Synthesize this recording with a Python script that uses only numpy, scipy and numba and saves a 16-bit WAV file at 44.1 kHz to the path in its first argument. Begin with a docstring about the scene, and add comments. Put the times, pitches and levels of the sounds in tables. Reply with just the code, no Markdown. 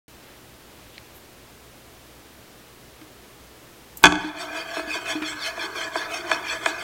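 """Steel disk spinning on a glass mirror

A heavy disk is twisted and let go onto a round mirror in a small quiet room. It lands with a
bouncing clack that overloads the microphone, then spins on its rim. Microscopic bumps make a
rolling noise that swells every half turn and rings the mirror and, faintly, the disk. Flaws in the
rim give knocks and ticks, and the base thuds. Air, hiss and mains hum lie underneath; the hiss is
slightly louder at first and settles, then two brief faint rustles precede the landing."""
import sys
import numpy as np
from scipy import signal
from scipy.fft import rfft, irfft, next_fast_len
from scipy.io import wavfile
from numba import njit

SR = 44100
rng = np.random.default_rng(int(sys.argv[2]) if len(sys.argv) > 2 else 0)


def to_wav(s):
    """Save 16-bit WAV."""
    ch = np.atleast_2d(s).T  # columns
    pcm = np.round(np.clip(ch, -1, 1) * 32767)  # PCM
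    wavfile.write(sys.argv[1], SR, pcm.astype(np.int16))


N = 301203
TIME = np.arange(N) / SR

# Ringing modes of the glass mirror, plus two high rings of the steel disk (6270 and 11000 Hz).
# Each row: frequency in Hz, width in Hz, gain in dB at the rim, gain in dB at landing.
RINGING_MODES = [(180, 16, -25, -12), (300.9, 5.2, 6.5, 17), (324, 16, 1, -9.5), (365, 24, 1, 3),
                 (429, 43, -7, -10), (664.5, 33, 7.5, 6), (773, 66, -4.5, -1.5), (884.6, 53, -2.5, 10),
                 (921, 20, -0.5, -13), (995, 42, 1.5, -3), (1185, 13, -7, -3), (1321, 38, 0, 0.5),
                 (1568, 86, 1, 9.5), (1705, 39, 2.5, -2), (2080, 150, -17, -40), (2217, 150, -9.5, -34),
                 (2431, 95, 3, -14), (2512, 91, 1, 6.5), (3188, 183, -7, -1.5), (3400, 56, -2.5, 4),
                 (4424, 380, -9, -9.5), (4576, 150, -6.5, -3), (5610, 130, -19.5, -39),
                 (6270, 300, -22.5, -9), (7160, 110, -26, -10.5), (7654, 270, -17, -14),
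                 (9610, 490, -27.5, -20), (11000, 20, -42, -9)]
# Spectrum of the weak, quickly damped modes in between. Each row: frequency in Hz, gain in dB.
WEAK_MODES = [(30, -15), (200, 3), (350, -30.5), (560, -12.5), (750, -11.5), (1600, -3.5), (1950, -12.5),
              (2850, -13.5), (3400, -12.5), (3900, -26.5), (6000, -20.5), (8000, -33), (11000, -37),
              (16000, -58)]
# Antiresonances, where the mirror radiates little. Each row: frequency in Hz, width in Hz.
ANTIRESONANCES = [(545, 65), (1980, 100), (2790, 250)]
# Landing and bounces. Each row: start in seconds, force in dB, contact bandwidth in Hz.
BOUNCES = [(4.0245, 1.5, 1210), (4.0392, 40, 4860), (4.0445, 38.5, 4260), (4.0551, 38, 9150),
           (4.0592, 32, 9300), (4.0665, 32.5, 8100), (4.0705, 29, 6060), (4.1225, 21, 5970),
           (4.1545, 16.5, 5950), (4.2430, 9, 630)]
# The rim settling into its roll. 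Each row: time in seconds, force in dB relative to full rolling.
RIM_GRIP = [(4.04, -120), (4.07, -7), (4.3, -1.5), (4.38, -0.5)]
# Harder bites of the rim. Each row: centre in seconds, boost of the fine bumps in dB.
RIM_SCRAPES = [(4.42, 3), (4.955, 3.5), (5.11, 5), (5.45, 6)]
# Rim flaws striking. Each row: start in seconds, force in dB, contact bandwidth in Hz, low cut in Hz.
RIM_KNOCKS = [(4.767, 18.5, 800, 150), (4.793, 15, 1270, 150), (4.953, 16.5, 686, 150),
              (5.575, 14, 885, 199), (5.955, 23.5, 1100, 365), (6.3139, 24.5, 3020, 375),
              (6.3183, -4, 2460, 380), (6.6595, 24, 3630, 400)]
# Dry ticks. Each row: start in seconds, level in dB, centre in Hz, width in Hz, T60 in seconds.
DRY_TICKS = [(0.980, -21.5, 2240, 600, 0.0079), (0.980, -29.5, 4200, 1000, 0.0065),
             (3.971, -31.5, 13200, 5240, 0.032), (3.971, -41, 7360, 2960, 0.074),
             (4.032, -15, 14000, 7100, .004), (4.034, -24, 3000, 2000, 0.019),
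             (3.014, -41.5, 1800, 2500, 0.032), (4.124, -8, 1980, 3000, 0.0068),
             (5.222, -26.5, 1520, 2000, 0.066), (6.315, -23, 7660, 2000, 0.009),
             (6.6592, -21, 7100, 2000, 0.013)]
# Dull thuds of the base. Each row: start in seconds, level in dB.
BASE_THUDS = [(3.014, -39), (4.123, -14), (4.156, -22), (4.243, -18), (4.77, -33), (4.875, -29.5),
              (5.153, -20.5), (5.2181, -23.5)]
# Background hiss, slightly louder at first and settling (two long rows), then two brief faint rustles.
# Each row: start in seconds, length in seconds, level in dB, centre in Hz, width in Hz.
HISS_SWELLS = [(0.076, 0.43, -55.5, 1700, 2600), (0.402, 1, -60, 2770, 3000),
               (0.92, 0.069, -52, 3170, 1200), (1.126, .08, -52, 12500, 5000)]
# Reverberation bands. Each row: frequency in Hz, T60 in seconds, gain in dB.
ROOM_BANDS = [(100, 0.59, -5.5), (310, 0.46, -7.5), (900, 0.66, -9), (2470, 0.74, -18), (6140, 0.49, -14),
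              (14000, 0.18, -6.5)]
# Room air and microphone hiss. Each row: frequency in Hz, relative spectral density in dB.
AIR_SPECTRUM = [(25, -7), (38, -25), (55, 3.5), (85, -5), (125, -2.5), (160, -5.5), (350, -2), (520, -5.5),
                (1000, -10), (3000, -14), (8000, -20.5), (12000, -21.5), (16000, -21.5)]
# Mains hum. Each row: frequency in Hz, rms level in dB.
MAINS_HUM = [(60, -66), (120, -62.5)]


def spin(half_turns_per_s=5.72, first_crest_s=4.41, roll_db=-21, lean_db_per_s=1.34):
    """Half turns done and crest force in dB. The axis circles, shifting the crests; the lean grows."""
    wobble_hz, wobble_peak_s, wobble_half_turns, wobble_db = 1.8, 4.477, 0.046, 0.03
    wobble = 2 * np.pi * wobble_hz * (TIME - wobble_peak_s)
    age_s = TIME - first_crest_s
    half_turns = half_turns_per_s * age_s + wobble_half_turns * np.sin(wobble)
    grip_db = np.interp(TIME, *np.transpose(RIM_GRIP))
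    crest_db = roll_db + lean_db_per_s * age_s + wobble_db * np.cos(wobble) + grip_db
    return half_turns, crest_db


def rolling(half_turns, crest_db, trough_db=4.5, grain_db=3.5, flutter_db=1.5):
    """Force of microscopic bumps under the rim, which presses hardest once every half turn."""
    bite_peak_db, bite_swing_db, lead_half_turns, scrape_half_s = 4, 11, 0.037, 0.05
    load = amp(crest_db - trough_db * np.sin(np.pi * half_turns) ** 2 + flutter_db * walk(70))
    bumps = unit(rng.standard_normal(N) * amp(grain_db * rng.standard_normal(N)))
    coarse, fine = split(bumps, hz=2300)
    # Fine bumps peak as the rim bites, just before each crest.
    bite_db = bite_peak_db - bite_swing_db * np.sin(np.pi * (half_turns + lead_half_turns)) ** 2
    scrape_db = sum(db * np.exp(-((TIME - s) / scrape_half_s) ** 2) for s, db in RIM_SCRAPES)
    force = load * (coarse + fine * amp(bite_db + scrape_db))
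    return cut(force, hz=270, kind="high", order=4)


def face_echo(force, half_turns, near_s=0.00074, far_s=0.00102, drift=0.12, reflection=0.7):
    """Short waves bounce between glass and turning face; the changing path sweeps a comb filter."""
    lag_s = near_s + (far_s - near_s) * np.cos(np.pi * half_turns) ** 2
    lag_s *= 1 + drift * walk(4)
    _, short_waves = split(force, hz=2500)
    return force + sum(reflection ** k * np.interp(TIME - k * lag_s, TIME, short_waves) for k in (1, 2))


def blow(db, contact_hz):
    """Force of one blow; a softer contact lasts longer and holds less treble."""
    return amp(db) * cut(signal.unit_impulse(2048), contact_hz, "low")


def landing():
    """Force of the disk dropping and chattering on the glass."""
    force = np.zeros(N)
    for start_s, db, contact_hz in BOUNCES:
        add(force, start_s, blow(db, contact_hz))
    return force


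def knocks():
    """Force of the rim's flaws striking the glass."""
    force = np.zeros(N)
    for start_s, db, contact_hz, low_cut_hz in RIM_KNOCKS:
        add(force, start_s, cut(blow(db, contact_hz), low_cut_hz, "high", order=3))
    return cut(force, hz=200, kind="high", order=3)


def mirror_and_disk(drop, knock, roll, wander=0.79, drop_crash_db=1, roll_crash_db=2):
    """Modes weighted by where each force acts, plus a short crash of weak modes, then notched."""
    ring = np.zeros(N)
    for k, (hz, width_hz, rim_db, landing_db) in enumerate(RINGING_MODES):
        # The rolling contact wanders across nodes; shorter waves have more of them.
        coupling = (1 + wander * walk(5 + np.sqrt(hz) / 4)) / np.hypot(1, wander)
        drive = amp(landing_db) * drop + amp(rim_db) * (knock + coupling * roll)
        ring += (-1) ** k * resonate(drive, hz, width_hz)
    decay = fade(t60_s=0.03, size=4096)
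    crash = colour(rng.standard_normal(len(decay)), WEAK_MODES) * decay / np.linalg.norm(decay)
    crash_drive = amp(drop_crash_db) * drop + knock + amp(roll_crash_db) * roll
    ring += signal.oaconvolve(crash_drive, crash)[:N]
    for hz, width_hz in ANTIRESONANCES:
        ring -= resonate(ring, hz, width_hz)
    return ring


def table_thump(force, gain_db=-4, bottom_hz=35, top_hz=115):
    """The base passes a heavy blow to the table, which rumbles briefly."""
    decay = fade(t60_s=0.2, size=16384)
    response = rng.standard_normal(len(decay)) * decay / np.linalg.norm(decay)
    rumble = cut(signal.oaconvolve(force, response)[:N], top_hz, "low")
    return amp(gain_db) * cut(rumble, bottom_hz, "high", order=1)


def thuds(hz=310, attack_s=0.0015):
    """Soft blows ring only the base's lowest mode."""
    out = np.zeros(N)
    decay = fade(t60_s=0.23, size=22050)
    t = TIME[:len(decay)]
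    ring = np.sin(2 * np.pi * hz * t) * decay * (1 - np.exp(-t / attack_s))
    for start_s, db in BASE_THUDS:
        add(out, start_s, amp(db) * ring)
    return out


def ticks():
    """Small dry ticks, mostly the steel rim catching on the glass."""
    out = np.zeros(N)
    for start_s, db, hz, width_hz, t60_s in DRY_TICKS:
        decay = fade(t60_s, size=4096)
        add(out, start_s, amp(db) * band_noise(len(decay), hz, width_hz) * decay)
    return out


def hiss_swells():
    """Extra background hiss that settles early on, then two brief faint rustles."""
    out = np.zeros(N)
    for start_s, length_s, db, hz, width_hz in HISS_SWELLS:
        hiss = band_noise(2 * SR, hz, width_hz)
        swell = np.hanning(int(length_s * SR))
        add(out, start_s, amp(db) * hiss[:len(swell)] * swell)
    return out


def room(direct, gap_s=0.00242):
    """Direct sound plus a small room's diffuse tail; each band decays at its own rate."""
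    hz, t60_s, db = np.transpose(ROOM_BANDS)
    size = SR * 3 // 4
    spectrum = rfft(rng.standard_normal(size))
    response = np.zeros(size)
    for k, weights in enumerate(np.eye(len(hz))):
        band = irfft(spectrum * np.interp(log_bins(size), np.log(hz), weights), size)
        decay = fade(t60_s[k], size) * (TIME[:size] > gap_s)
        response += amp(db[k]) * band * decay / np.linalg.norm(decay)
    return direct + signal.fftconvolve(direct, response)[:N]


def background(air_db=-48, start_s=0.08):
    """Steady air, hiss and faint mains hum."""
    hum = sum(amp(db) * np.sqrt(2) * np.sin(2 * np.pi * (hz * TIME + rng.random()))
              for hz, db in MAINS_HUM)
    air = amp(air_db) * unit(colour(rng.standard_normal(N), AIR_SPECTRUM))
    return (air + hum) * (TIME > start_s)


def amp(db):
    """Decibels to gain."""
    return 10 ** (np.asarray(db) / 20)


def unit(x):
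    """Scale to rms 1."""
    return x / np.std(x)


def log_bins(size):
    """Log frequency of each FFT bin."""
    return np.log(np.maximum(np.arange(size // 2 + 1) * SR / size, 1))


def colour(x, points):
    """Shape a spectrum by (Hz, dB) points."""
    hz, db = np.transpose(points)
    size = next_fast_len(len(x), True)
    gain = amp(np.interp(log_bins(size), np.log(hz), db))
    return irfft(rfft(x, size) * gain, size)[:len(x)]


def resonate(x, hz, width_hz):
    """Two-pole resonance, gain 1 at centre."""
    return signal.lfilter(*signal.iirpeak(hz, hz / width_hz, fs=SR), x + 1e-18)


def band_noise(size, hz, width_hz):
    """Noise through the same resonance twice, rms 1."""
    once = resonate(rng.standard_normal(size), hz, width_hz)
    return unit(resonate(once, hz, width_hz))


def cut(x, hz, kind, order=2):
    """Low-pass or high-pass."""
    return signal.sosfilt(signal.butter(order, hz, kind, fs=SR, output="sos"), x + 1e-18)


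def split(x, hz):
    """Zero-phase low and high bands."""
    low = signal.sosfiltfilt(signal.butter(2, hz, fs=SR, output="sos"), x)
    return low, x - low


def walk(rate_hz):
    """Random levels joined by straight lines; spread near 1."""
    levels = rng.standard_normal(1024)
    return np.interp(TIME * rate_hz, np.arange(len(levels)), levels) * np.sqrt(3 / 2)


def fade(t60_s, size):
    """Exponential decay, 60 dB in t60_s."""
    return np.exp(-np.log(1000) * TIME[:size] / t60_s)


def add(track, start_s, sound):
    """Mix a short sound into a track."""
    i = int(start_s * SR)
    track[i:i + len(sound)] += sound[:N - i]


@njit
def follow(x, attack_s, release_s):
    """Envelope with separate rise and fall times."""
    envelope, level = np.empty(len(x)), 0.
    for i in range(len(x)):
        lag_s = attack_s if abs(x[i]) > level else release_s
        level += (abs(x[i]) - level) / (lag_s * SR)
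        envelope[i] = level
    return envelope


def scene():
    """Disk and mirror in the room, mono."""
    half_turns, crest_db = spin()
    drop = landing()
    roll = face_echo(rolling(half_turns, crest_db), half_turns)
    direct = mirror_and_disk(drop, knocks(), roll) + table_thump(drop) + ticks() + hiss_swells()
    return (room(direct) + thuds() + background())[None]


def record(dry, knee_db=-17, ratio=1.8, top_hz=16100):
    """Gain control ducks after the landing, whose first peaks clip; a steep low-pass follows."""
    envelope = follow(dry[0], attack_s=0.0047, release_s=0.15)
    gain = np.maximum(envelope / amp(knee_db), 1) ** (1 / ratio - 1)
    clipped = np.clip(dry * gain, -1, 1)
    return signal.sosfilt(signal.ellip(8, 0.2, 70, top_hz, fs=SR, output="sos"), clipped)


dry = scene()
out = record(dry)
to_wav(out)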